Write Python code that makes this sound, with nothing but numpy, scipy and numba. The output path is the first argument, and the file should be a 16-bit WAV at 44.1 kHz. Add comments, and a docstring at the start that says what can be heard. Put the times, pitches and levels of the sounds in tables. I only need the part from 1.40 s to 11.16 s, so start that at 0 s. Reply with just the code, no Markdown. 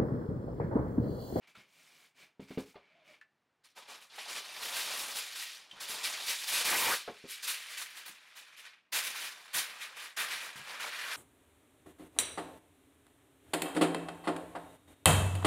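"""Aluminium foil is drawn off the roll, torn along the cutter, laid on a baking sheet and pressed down.
Thousands of tiny buckles a second, each a short damped ring, make the crinkle; the torn edge rings in catches.
Before that the sheet slides over a tablecloth in crackling shoves, and the carton is set down and opened.
Knocks are table resonances with noise clatter, snaps are noise cracks with a tone, the lid is a wavering sine.
A small room of decaying noise smears it all for one microphone, over faint noise for the air."""
import sys
import numpy as np
from scipy import signal
from scipy.fft import rfft, irfft
from scipy.io import wavfile
from scipy.ndimage import uniform_filter1d, minimum_filter1d
from numba import njit

SR = 44100
rng = np.random.default_rng(int(sys.argv[2]) if len(sys.argv) > 2 else 0)


def wrap_up_sound(samples):
    """Save the sound to the file named by the first command line argument, as 16-bit audio."""
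    columns = np.atleast_2d(samples).T
    # keep every value between -1 and 1, then stretch to whole-number steps
    tamed = np.clip(columns, -1, 1)
    steps = np.round(tamed * 32767).astype(np.int16)
    wavfile.write(sys.argv[1], SR, steps)


N = 430416
TIME = np.arange(N) / SR
# frequency ranges in which creases, fine wrinkles and broad panels are balanced (Hz)
CREASE_HZ, WRINKLE_HZ, PANEL_HZ = (1500, 5000), (8000, 15000), (400, 1200)

# overlapping bands of the foil and how far each follows a kind of facet:
# centre_hz, fine_wrinkles (factor), broad_panels (factor), drumming_on_sheet (factor)
BANDS = [(150, .3, 1, 0), (800, 0, 1, 0), (1550, 0, .25, 1), (2300, -.05, 0, .5), (4500, .25, 0, -.5),
         (7000, .6, 0, -.25), (11000, 1, 0, 0), (15000, 1.3, 0, 0)]
# crumples, where a hand grabs, tugs or presses the foil:
# start_s, rise_s, hold_s, level_db, fine_wrinkles_relative_db, broad_panels_relative_db
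CRUMPLES = [(2.232, 0.019, 0.0051, -64, -6, -12), (2.347, .036, 0.0029, -53, -7.5, -1),
            (2.464, 0.033, 0.061, -52, -9.5, -4.5), (2.6, 0.016, 0.018, -59, -4.5, -8),
            (2.776, .015, 0.032, -47, -11.5, -14), (2.856, 0.05, 0.015, -46, -6.5, -5.5),
            (2.938, 0.021, .022, -43, -8.5, -7.5), (3.213, 0.02, .02, -45, -2.5, -7.5),
            (3.329, 0.025, 0.04, -41, -4, -25), (3.729, 0.042, .02, -41, -2, -12),
            (3.936, .03, 0.063, -45, -3.5, -15), (4.396, .016, .015, -43.5, -3.5, -9.5),
            (4.462, 0.035, 0.019, -43, -1.5, -16), (4.623, 0.028, 0.023, -37.5, -4.5, -24),
            (4.841, 0.062, 0.0077, -36, -3.5, -14), (5.064, .022, .02, -38.5, -0.5, -12),
            (5.112, 0.019, 0.072, -34, -2.5, -11.5), (5.238, .02, 0.26, -33, 0.5, -11),
            (5.865, .05, 0.014, -46, -1.5, -25), (6.018, 0.021, 0.019, -45, 0, -14.5),
            (6.056, 0.034, 0.026, -38, -2, -19), (6.273, 0.031, 0.048, -50, -5.5, -16),
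            (6.354, 0.032, 0.04, -44.5, -4, -15.5), (6.548, 0.023, .012, -51, -2, -11.5),
            (6.653, 0.013, 0.015, -51, 0.5, -11.5), (6.945, 0.026, .02, -54, -4, -10.5),
            (7.159, .02, .02, -53, -7, -18), (7.223, 0.023, .015, -53, -15, -16),
            (7.518, .02, 0.044, -34.5, -2.5, -14), (7.624, .02, .022, -41, -1, -18),
            (7.747, .012, 0.11, -44, -4.5, -15), (8.126, 0.031, 0.03, -34.5, -0.7, -12.5),
            (8.393, 0.025, .02, -45, -8.5, -23), (8.549, 0.039, 0.075, -48.5, -7, -11.5),
            (8.761, .016, 0.044, -36.5, -6, -12), (8.895, .02, 0.048, -40.5, -9, -16),
            (8.998, 0.021, 0.051, -46, -8, -9.5), (9.146, 0.02, 0.013, -51, -7, -8),
            (9.254, 0.034, 0.047, -47, -10.5, -8), (9.39, 0.014, 0.066, -44, -8, -9),
            (9.5, 0.033, 0.25, -44.5, -11, -43)]


def amp(db):
    """Decibels to gain."""
    return 10 ** (np.asarray(db) / 20)


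def rms(x):
    """Root mean square."""
    return np.sqrt(np.mean(x ** 2)) + 1e-12


def curves(table):
    """Each column of a table joined by straight lines in time."""
    s, *columns = np.transpose(table)
    return [np.interp(TIME, s, column) for column in columns]


def during(table):
    """One while a table lasts, with short fades."""
    inside = (TIME >= table[0][0]) & (TIME <= table[-1][0])
    return uniform_filter1d(1. * inside, size=300)


def colour(x, points):
    """Filter by a spectrum of (Hz, dB) points, joined on a logarithmic frequency axis."""
    hz, db = np.transpose(points)
    f = np.maximum(np.fft.rfftfreq(len(x), 1 / SR), 1)
    gain = amp(np.interp(np.log(f), np.log(hz), db))
    return irfft(rfft(x) * gain, len(x))


def band(x, edges, kind="bandpass"):
    """Zero-phase filter, so that bands add up again."""
    return signal.sosfiltfilt(signal.butter(2, edges, kind, fs=SR, output="sos"), x)


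def band_rms(x, edges):
    """Level of the part of x between two frequencies."""
    f = np.fft.rfftfreq(N, 1 / SR)
    inside = (f > edges[0]) & (f < edges[1])
    return np.sqrt(2 * np.sum(abs(rfft(x)[inside]) ** 2)) / N


def octave(x, order):
    """One of the overlapping bands that add up to x."""
    f = np.maximum(np.fft.rfftfreq(N, 1 / SR), 1)
    centres = np.transpose(BANDS)[0]
    weight = np.interp(np.log(f), np.log(centres), np.eye(len(BANDS))[order])
    return irfft(rfft(x) * weight, N)


def walk(rate):
    """Random wandering with a spread near one, drawn anew rate times a second."""
    return 1.2 * np.interp(TIME * rate, np.arange(N), rng.standard_normal(N))


def fade(t, t60):
    """Exponential decay by 60 dB in t60 seconds."""
    return np.exp(-np.log(1000) * t / t60)


def linger(power, t60):
    """Sound power dying away after each push."""
    keep = fade(2 / SR, t60)  # power falls twice as fast as amplitude
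    return signal.lfilter([1 - keep], [1, -keep], power)


def add(out, s, x):
    """Mix x in at time s."""
    i = max(int(s * SR), 0)
    out[i:i + len(x)] += x[:N - i]


def strokes(rows, db, stop_db_per_s):
    """Summed power of hand movements (start_s, rise_s, hold_s, ..): each swells, holds and dies away."""
    power, t = np.full(N, 1e-12), TIME[:SR]
    for (s, rise_s, hold_s, *_), level_db in zip(rows, db):
        swell = np.sin(np.pi / 2 * np.minimum(t / rise_s, 1)) ** 2
        since_hold = np.maximum(t - rise_s - hold_s, 0)
        add(power, s, (swell * amp(level_db - stop_db_per_s * since_hold)) ** 2)
    return power


@njit
def ring(start, hz, cycles, size):
    """Sum of damped sines, one for each grain, falling to 1/e in the given cycles."""
    out = np.zeros(N)
    for k in range(len(start)):
        pole = np.exp((2j * np.pi - 1 / cycles[k]) * hz[k] / SR)
        z = size[k] + 0j
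        for i in range(int(start[k]), min(N, int(start[k] + 6 * cycles[k] * SR / hz[k]))):
            out[i] += z.imag
            z *= pole
    return out


def crackle(rate, spread_db, cycles):
    """Random buckles, rate a second, each ringing briefly at the pitch of its facet; white on average."""
    start = np.flatnonzero(rng.random(N) < rate / SR)
    pitch, strength, length, sign = rng.random((len(start), 4)).T
    hz = 150 + 16000 * pitch ** 2
    # low pitches are drawn more often and high ones fade sooner: taller high peaks even the spectrum
    tilt = hz ** (3 / 4)
    size = np.sign(sign - .5) * amp(spread_db * strength ** 2) * tilt / np.sqrt(rate[start])
    x = ring(1. * start, hz, cycles * (.5 + length), size)
    return x / rms(x)


def catches(table, rate, cycles, ratio=1):
    """An edge catching at random, rate a second, each catch ringing near a pitch that glides."""
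    hz, db = curves(table)
    start = np.flatnonzero(rng.random(N) < rate / SR)
    scatter, sign = rng.standard_normal((len(start), 2)).T
    pitch = ratio * hz[start] * np.exp(.35 / cycles * scatter)
    x = ring(1. * start, pitch, np.full(len(start), 1. * cycles), np.sign(sign))
    return x / rms(x) * amp(db) * during(table)


def air():
    """Steady noise of the air in the room, strongest in the bass and low middle."""
    # spectrum of the air: frequency_hz, level_db_per_hz
    air_colour = [(29, -37), (50, -20), (136, -5.5), (800, -9.5), (1900, -11.5), (15000, -38)]
    noise = colour(rng.standard_normal(N), air_colour)
    return noise / rms(noise) * amp(-81)


def room(x):
    """The tail of a small room, decaying noise that is shorter in the treble."""
    t = TIME[:SR // 2]
    noise = rng.standard_normal(len(t))
    low = band(noise, 3700, "lowpass")
    tail = low * fade(t, 0.24) + 2.0 * (noise - low) * fade(t, 0.087)
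    tail = tail * (1 - fade(t, 0.033))  # builds up gradually
    return signal.fftconvolve(x, tail / np.linalg.norm(noise * fade(t, 0.17)))[:N]


def walls(x):
    """Weak early reflections from the table and the nearest walls."""
    t = TIME[:SR // 16]
    echo = rng.standard_normal(len(t)) * fade(t, 0.095)
    return x + amp(-14) * signal.fftconvolve(x, echo / np.linalg.norm(echo))[:N]


def slide():
    """Cloth fibres catch and slip under the sheet and the carton at every shove."""
    # shoves, levels before a common trim: start_s, rise_s, hold_s, level_db, grit_relative_db
    shoves = [(0.001, 0.037, .01, -65, -24), (0.068, .01, .02, -64, -11), (0.143, .015, 0.05, -58, -17),
              (0.196, 0.24, 0.22, -65.5, -7.5), (0.73, 0.09, 0.011, -58.5, -12),
              (0.999, .008, 0.035, -64.5, -10), (1.064, 0.031, 0.056, -59.5, -11.5),
              (1.178, 0.0089, 0.017, -60, -1.5), (1.25, 0.018, 0.037, -66, -6.5),
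              (1.34, 0.016, 0.35, -69, -30), (1.627, 0.062, 0.052, -61.5, -17)]
    # spectrum of the rubbing: frequency_hz, level_db_per_hz
    slide_colour = [(53, -55), (90, -21), (172, -12.5), (400, -10), (500, -12), (600, -10), (1400, -8),
                    (2430, -3), (2950, -4.5), (8660, -16), (15500, -21.5)]
    *_, db, grit_db = np.transpose(shoves)
    rubbing = np.sqrt(strokes(shoves, db, stop_db_per_s=242))
    scraping = np.sqrt(strokes(shoves, db + grit_db, stop_db_per_s=274))
    x = colour(crackle(np.full(N, 14000.), spread_db=6.0, cycles=2.0), slide_colour)
    x = x + 0.77 * band(x, (2130, 2420))  # the metal sheet sings along
    grit = band(x, 4200, "highpass")
    rub = (x - grit) / band_rms(x, CREASE_HZ) * rubbing
    scrape = grit / band_rms(x, WRINKLE_HZ) * scraping
    return (rub + scrape) * amp(-1.0)


def lid():
    """The cardboard lid sticks and slips in a thin, unsteady squeak."""
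    # the lid rubbing open, level before trim and flutter: time_s, pitch_hz, level_db
    lid_squeak = [(1.5, 640, -77), (1.555, 635, -65), (1.62, 650, -69), (1.66, 635, -79), (1.695, 620, -58),
                  (1.75, 590, -78)]
    hz, db = curves(lid_squeak)
    phase = np.cumsum(hz * (1 + .06 * walk(250))) / SR
    return np.sin(2 * np.pi * phase) * amp(db - 1 + 4 * walk(90)) * during(lid_squeak)


def knocks():
    """Each dull blow excites the table's resonances around one pitch; the carton and the roll inside clatter."""
    # carton, sheet and hands on the table, levels before trims:
    # start_s, peak_db, clatter_relative_db, thump_centre_hz
    blows = [(0.174, -53.5, -11, 171), (0.995, -36.5, -11, 270), (1.024, -48, -9, 190),
             (1.105, -37.5, -7, 280), (1.174, -25.5, -11, 300), (1.197, -45, 1, 300), (1.355, -43, -1, 400),
             (4.33, -58, -2, 198.6), (4.495, -54, 7, 200), (5.677, -36, 1, 370.5), (5.697, -39.5, -5, 360),
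             (5.84, -42, -4.5, 330.4), (6.694, -57, -15, 230.4), (8.15, -53, -6, 130.1),
             (9.156, -51.5, -2, 150.3), (9.194, -52, -2, 140)]
    # resonances of the table top, pitch before each blow's detuning: pitch_hz, level_db, t60_s
    table_modes = [(140, -8.5, 0.13), (202.5, 0, 0.065), (260, 1.5, 0.044), (337, 2.5, 0.031),
                   (413, 2.5, 0.046), (555, 4.5, 0.051)]
    # spectrum of the clatter: frequency_hz, level_db_per_hz
    clatter_colour = [(200, -10), (500, 6.5), (1400, -3.5), (2400, -6), (4500, -13), (9000, -54),
                      (15000, -54)]
    out, t = np.zeros(N), TIME[:SR // 2]
    for s, db, clatter_db, centre_hz in blows:
        thump = np.zeros(len(t))
        for hz, mode_db, t60 in table_modes:
            drive = amp(mode_db - 19.0 * np.log2(hz / centre_hz) ** 2)
            detuned_hz = hz * (1 + .04 * rng.standard_normal())
            thump += drive * np.sin(2 * np.pi * detuned_hz * t) * fade(t, t60)
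        thump = thump * (1 - fade(t, 0.016)) ** 2  # soft onset
        clatter = colour(rng.standard_normal(len(t)), clatter_colour)
        clatter = clatter * fade(t, 0.14) * (1 - fade(t, 0.0088))
        blow = amp(-0.5) * thump / abs(thump).max()
        blow += amp(clatter_db - 1.5) * clatter / abs(clatter).max()
        add(out, s, amp(db) * blow)
    return out


def snaps():
    """A larger facet flips over: a crack, then a short ring around its own pitch, with little bass."""
    # single snaps of card and metal, strength before a common trim: start_s, strength_db, pitch_hz
    flips = [(0.073, -48, 2330), (0.153, -44, 1340), (1.344, -51, 900), (1.813, -44, 1750),
             (2.376, -41, 900), (2.781, -35, 1940), (2.781, -37, 830), (2.86, -41, 850), (4.312, -36, 3120),
             (5.676, -35, 1300), (5.677, -36, 720), (7.753, -37, 1050), (8.773, -29, 1640),
             (8.925, -32, 1910), (9.377, -40, 1300), (9.398, -32, 1450), (9.439, -34, 900),
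             (9.443, -32, 2260), (9.588, -32, 1750)]
    out, t = np.zeros(N), TIME[:SR // 4]
    for s, db, hz in flips:
        peak = [(hz / 8, -45), (hz / 2.16, -11), (hz, 0), (hz * 1.53, -10), (hz * 8, -42)]
        crack = colour(rng.standard_normal(len(t)), peak) * fade(t, 0.085)
        tone = np.sin(2 * np.pi * hz * t) * fade(t, .055) * (1 - fade(t, .01))
        no_bass = signal.butter(2, hz / 2, "highpass", fs=SR, output="sos")
        x = signal.sosfilt(no_bass, crack / abs(crack).max() + tone)
        add(out, s, amp(db - 4.5) * x)
    return out


def creak():
    """The slack foil creaks in quick catches as it is pulled taut again."""
    # the creak rising: time_s, pitch_hz, level_db
    tighten = [(4.325, 851, -68), (4.365, 1048, -59), (4.405, 2120, -57)]
    return catches(tighten, rate=700, cycles=3)


def tear():
    """Cutter teeth snag the taut edge, which rings at its own pitch, an octave above and an octave below, while
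    the sheet rips ahead of the cutter."""
    # the tear running along the cutter, levels before each part's trim: time_s, edge_pitch_hz, level_db
    taut_edge = [(5.24, 750.5, -49), (5.35, 899, -34.5), (5.405, 1001, -43), (5.46, 940, -33),
                 (5.508, 1060, -26.5), (5.54, 1660, -28), (5.572, 1645, -52)]
    # the sheet ripping ahead of the cutter: time_s, pitch_hz, level_db
    rip_ahead = [(5.25, 2600, -35), (5.325, 1860, -27.5), (5.38, 2600, -28), (5.425, 2398, -38),
                 (5.48, 2330, -28), (5.545, 1900, -36)]
    lower = catches(taut_edge, rate=450, cycles=4.5)
    upper = catches(taut_edge, rate=450, cycles=4, ratio=2)
    body = catches(taut_edge, rate=150, cycles=1.5, ratio=.5)
    rip = catches(rip_ahead, rate=600, cycles=2)
    return band(amp(-0.5) * lower + amp(-9.0) * upper + amp(-12.5) * body + rip, 200, "highpass")


def avalanches(rate, t60):
    """Gain that jumps when a crease runs and then dies away; about one on average."""
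    starts = (rng.random(N) < rate / SR) * rng.exponential(size=N)
    power = linger(starts, t60) * SR / rate + 1.2
    return np.sqrt(power / uniform_filter1d(power, size=2000))


def handling():
    """Crumples over a rustle that swells and sinks: crease level, and wrinkles and panels relative to it, in dB."""
    # rustle under the crumples, in two pulls and then while the foil is laid and pressed: time_s, level_db
    rustle = [(2.33, -88), (2.42, -65), (2.67, -69), (2.74, -52), (3.1, -49), (3.42, -39.5), (3.62, -41.5),
              (3.88, -48), (4.14, -48), (4.29, -63), (4.55, -45), (4.76, -42.5), (5.53, -44), (5.66, -55),
              (5.85, -58), (6.15, -47), (6.87, -60.5), (7.3, -59), (7.51, -85), (7.62, -45), (8.08, -57),
              (8.28, -50), (8.66, -55), (8.75, -67), (8.86, -46), (9.13, -55), (9.76, -47)]
    # share of broad panels in the rustle, high while the foil hangs slack: time_s, relative_db
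    slack_panels = [(2.9, -8), (3.7, -8), (4.1, -20), (4.35, -3), (5.0, -16), (5.65, -19.5), (6.9, -12.5),
                    (9.7, -4.5)]
    *_, db, wrinkle_db, panel_db = np.transpose(CRUMPLES)
    rustle_db, = curves(rustle)
    slack_db, = curves(slack_panels)
    # a harder rustle bends the foil more sharply: -4.5 dB of fine wrinkles at a rustle of -40 dB
    sharp_db = -4.5 + 0.59 * (rustle_db + 40)
    # the fine wrinkles of the rustle come partly in little runs
    spurts_per_s, spurt_t60_s, spurt_share = 24, 0.71, 0.59
    spurts = linger(1. * (rng.random(N) < spurts_per_s / SR), spurt_t60_s) * SR / spurts_per_s
    uneven = 1 + spurt_share * (spurts - 1)
    creases = strokes(CRUMPLES, db, stop_db_per_s=180) + amp(rustle_db) ** 2
    wrinkles = strokes(CRUMPLES, db + wrinkle_db, stop_db_per_s=242)
    wrinkles = wrinkles + uneven * amp(rustle_db + sharp_db) ** 2
    panels = strokes(CRUMPLES, db + panel_db, stop_db_per_s=225) + amp(rustle_db + slack_db) ** 2
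    return 10 * np.log10([creases, wrinkles / creases, panels / creases])


def foil():
    """Harder handling buckles more creases at once; sharper bends shift the sound to the fine wrinkles."""
    # foil lying against the metal sheet drums in the middle range: time_s, lift_db
    contact = [(3.3, -5), (5.0, -5.5), (6.6, 0), (8.1, -1), (8.8, 1), (9.6, 1)]
    # spectrum of the foil: frequency_hz, level_db_per_hz
    foil_colour = [(40, -60), (90, -29.5), (200, -17.5), (330, -14), (600, -6.5), (1000, -3), (1600, 1.5),
                   (2400, 1.5), (4000, -2), (6000, -7), (8100, -10), (9300, -7.5), (14500, -16.5),
                   (15800, -21)]
    db, wrinkle_db, panel_db = handling()
    contact_db, = curves(contact)
    rate = 7000 * amp(.4 * (db + 40))  # buckles a second
    buckles = crackle(rate, spread_db=12, cycles=1.8) * avalanches(rate=130, t60=.1)
    # every buckle sets the sheet shivering and scatters off things nearby, heard as a noise tail
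    shiver = rng.standard_normal(N) * np.sqrt(linger(buckles ** 2, t60=.11))
    # a few taut facets tinkle on for some milliseconds
    tinkle = band(crackle(rate / 3, spread_db=6, cycles=24), 700, "highpass")
    x = colour(buckles + amp(4.5) * shiver + amp(-3) * tinkle, foil_colour)
    x = x / band_rms(x, CREASE_HZ)
    fine_db = wrinkle_db - 20 * np.log10(band_rms(x, WRINKLE_HZ))
    broad_db = panel_db - 20 * np.log10(band_rms(x, PANEL_HZ))
    out = np.zeros(N)
    for k, (_, fine, broad, drum) in enumerate(BANDS):
        # the mix of facet sizes keeps changing under the fingers
        flicker_db = 1.04 * walk(35)
        out += octave(x, order=k) * amp(fine * fine_db + broad * broad_db + drum * contact_db + flicker_db)
    # air pushed by the moving sheet, 52 dB below the wrinkles
    waft = band(rng.standard_normal(N), (45, 120))
    out += waft / rms(waft) * amp(wrinkle_db - 52)
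    return out * amp(db - 0.05) * (TIME > CRUMPLES[0][0])


def scene():
    """All sources in the room, the same in both channels."""
    sheet = foil() + tear() + creak()
    carton = slide() + knocks() + snaps() + lid()
    tail = room(amp(-14.0) * sheet + amp(-8.0) * carton)
    mono = walls(sheet) + carton + tail + air()
    return np.array([mono, mono])


def record(dry):
    """A fast limiter holds the peaks near -23.3 dB; the top is cut above 15.9 kHz."""
    needed = np.minimum(1, amp(-23.3) / (abs(dry) + 1e-9))
    gain = uniform_filter1d(minimum_filter1d(needed, size=21), size=21)
    return signal.sosfiltfilt(signal.ellip(10, .1, 45, 15900, fs=SR, output="sos"), dry * gain)


dry = scene()
out = record(dry)
wrap_up_sound(out)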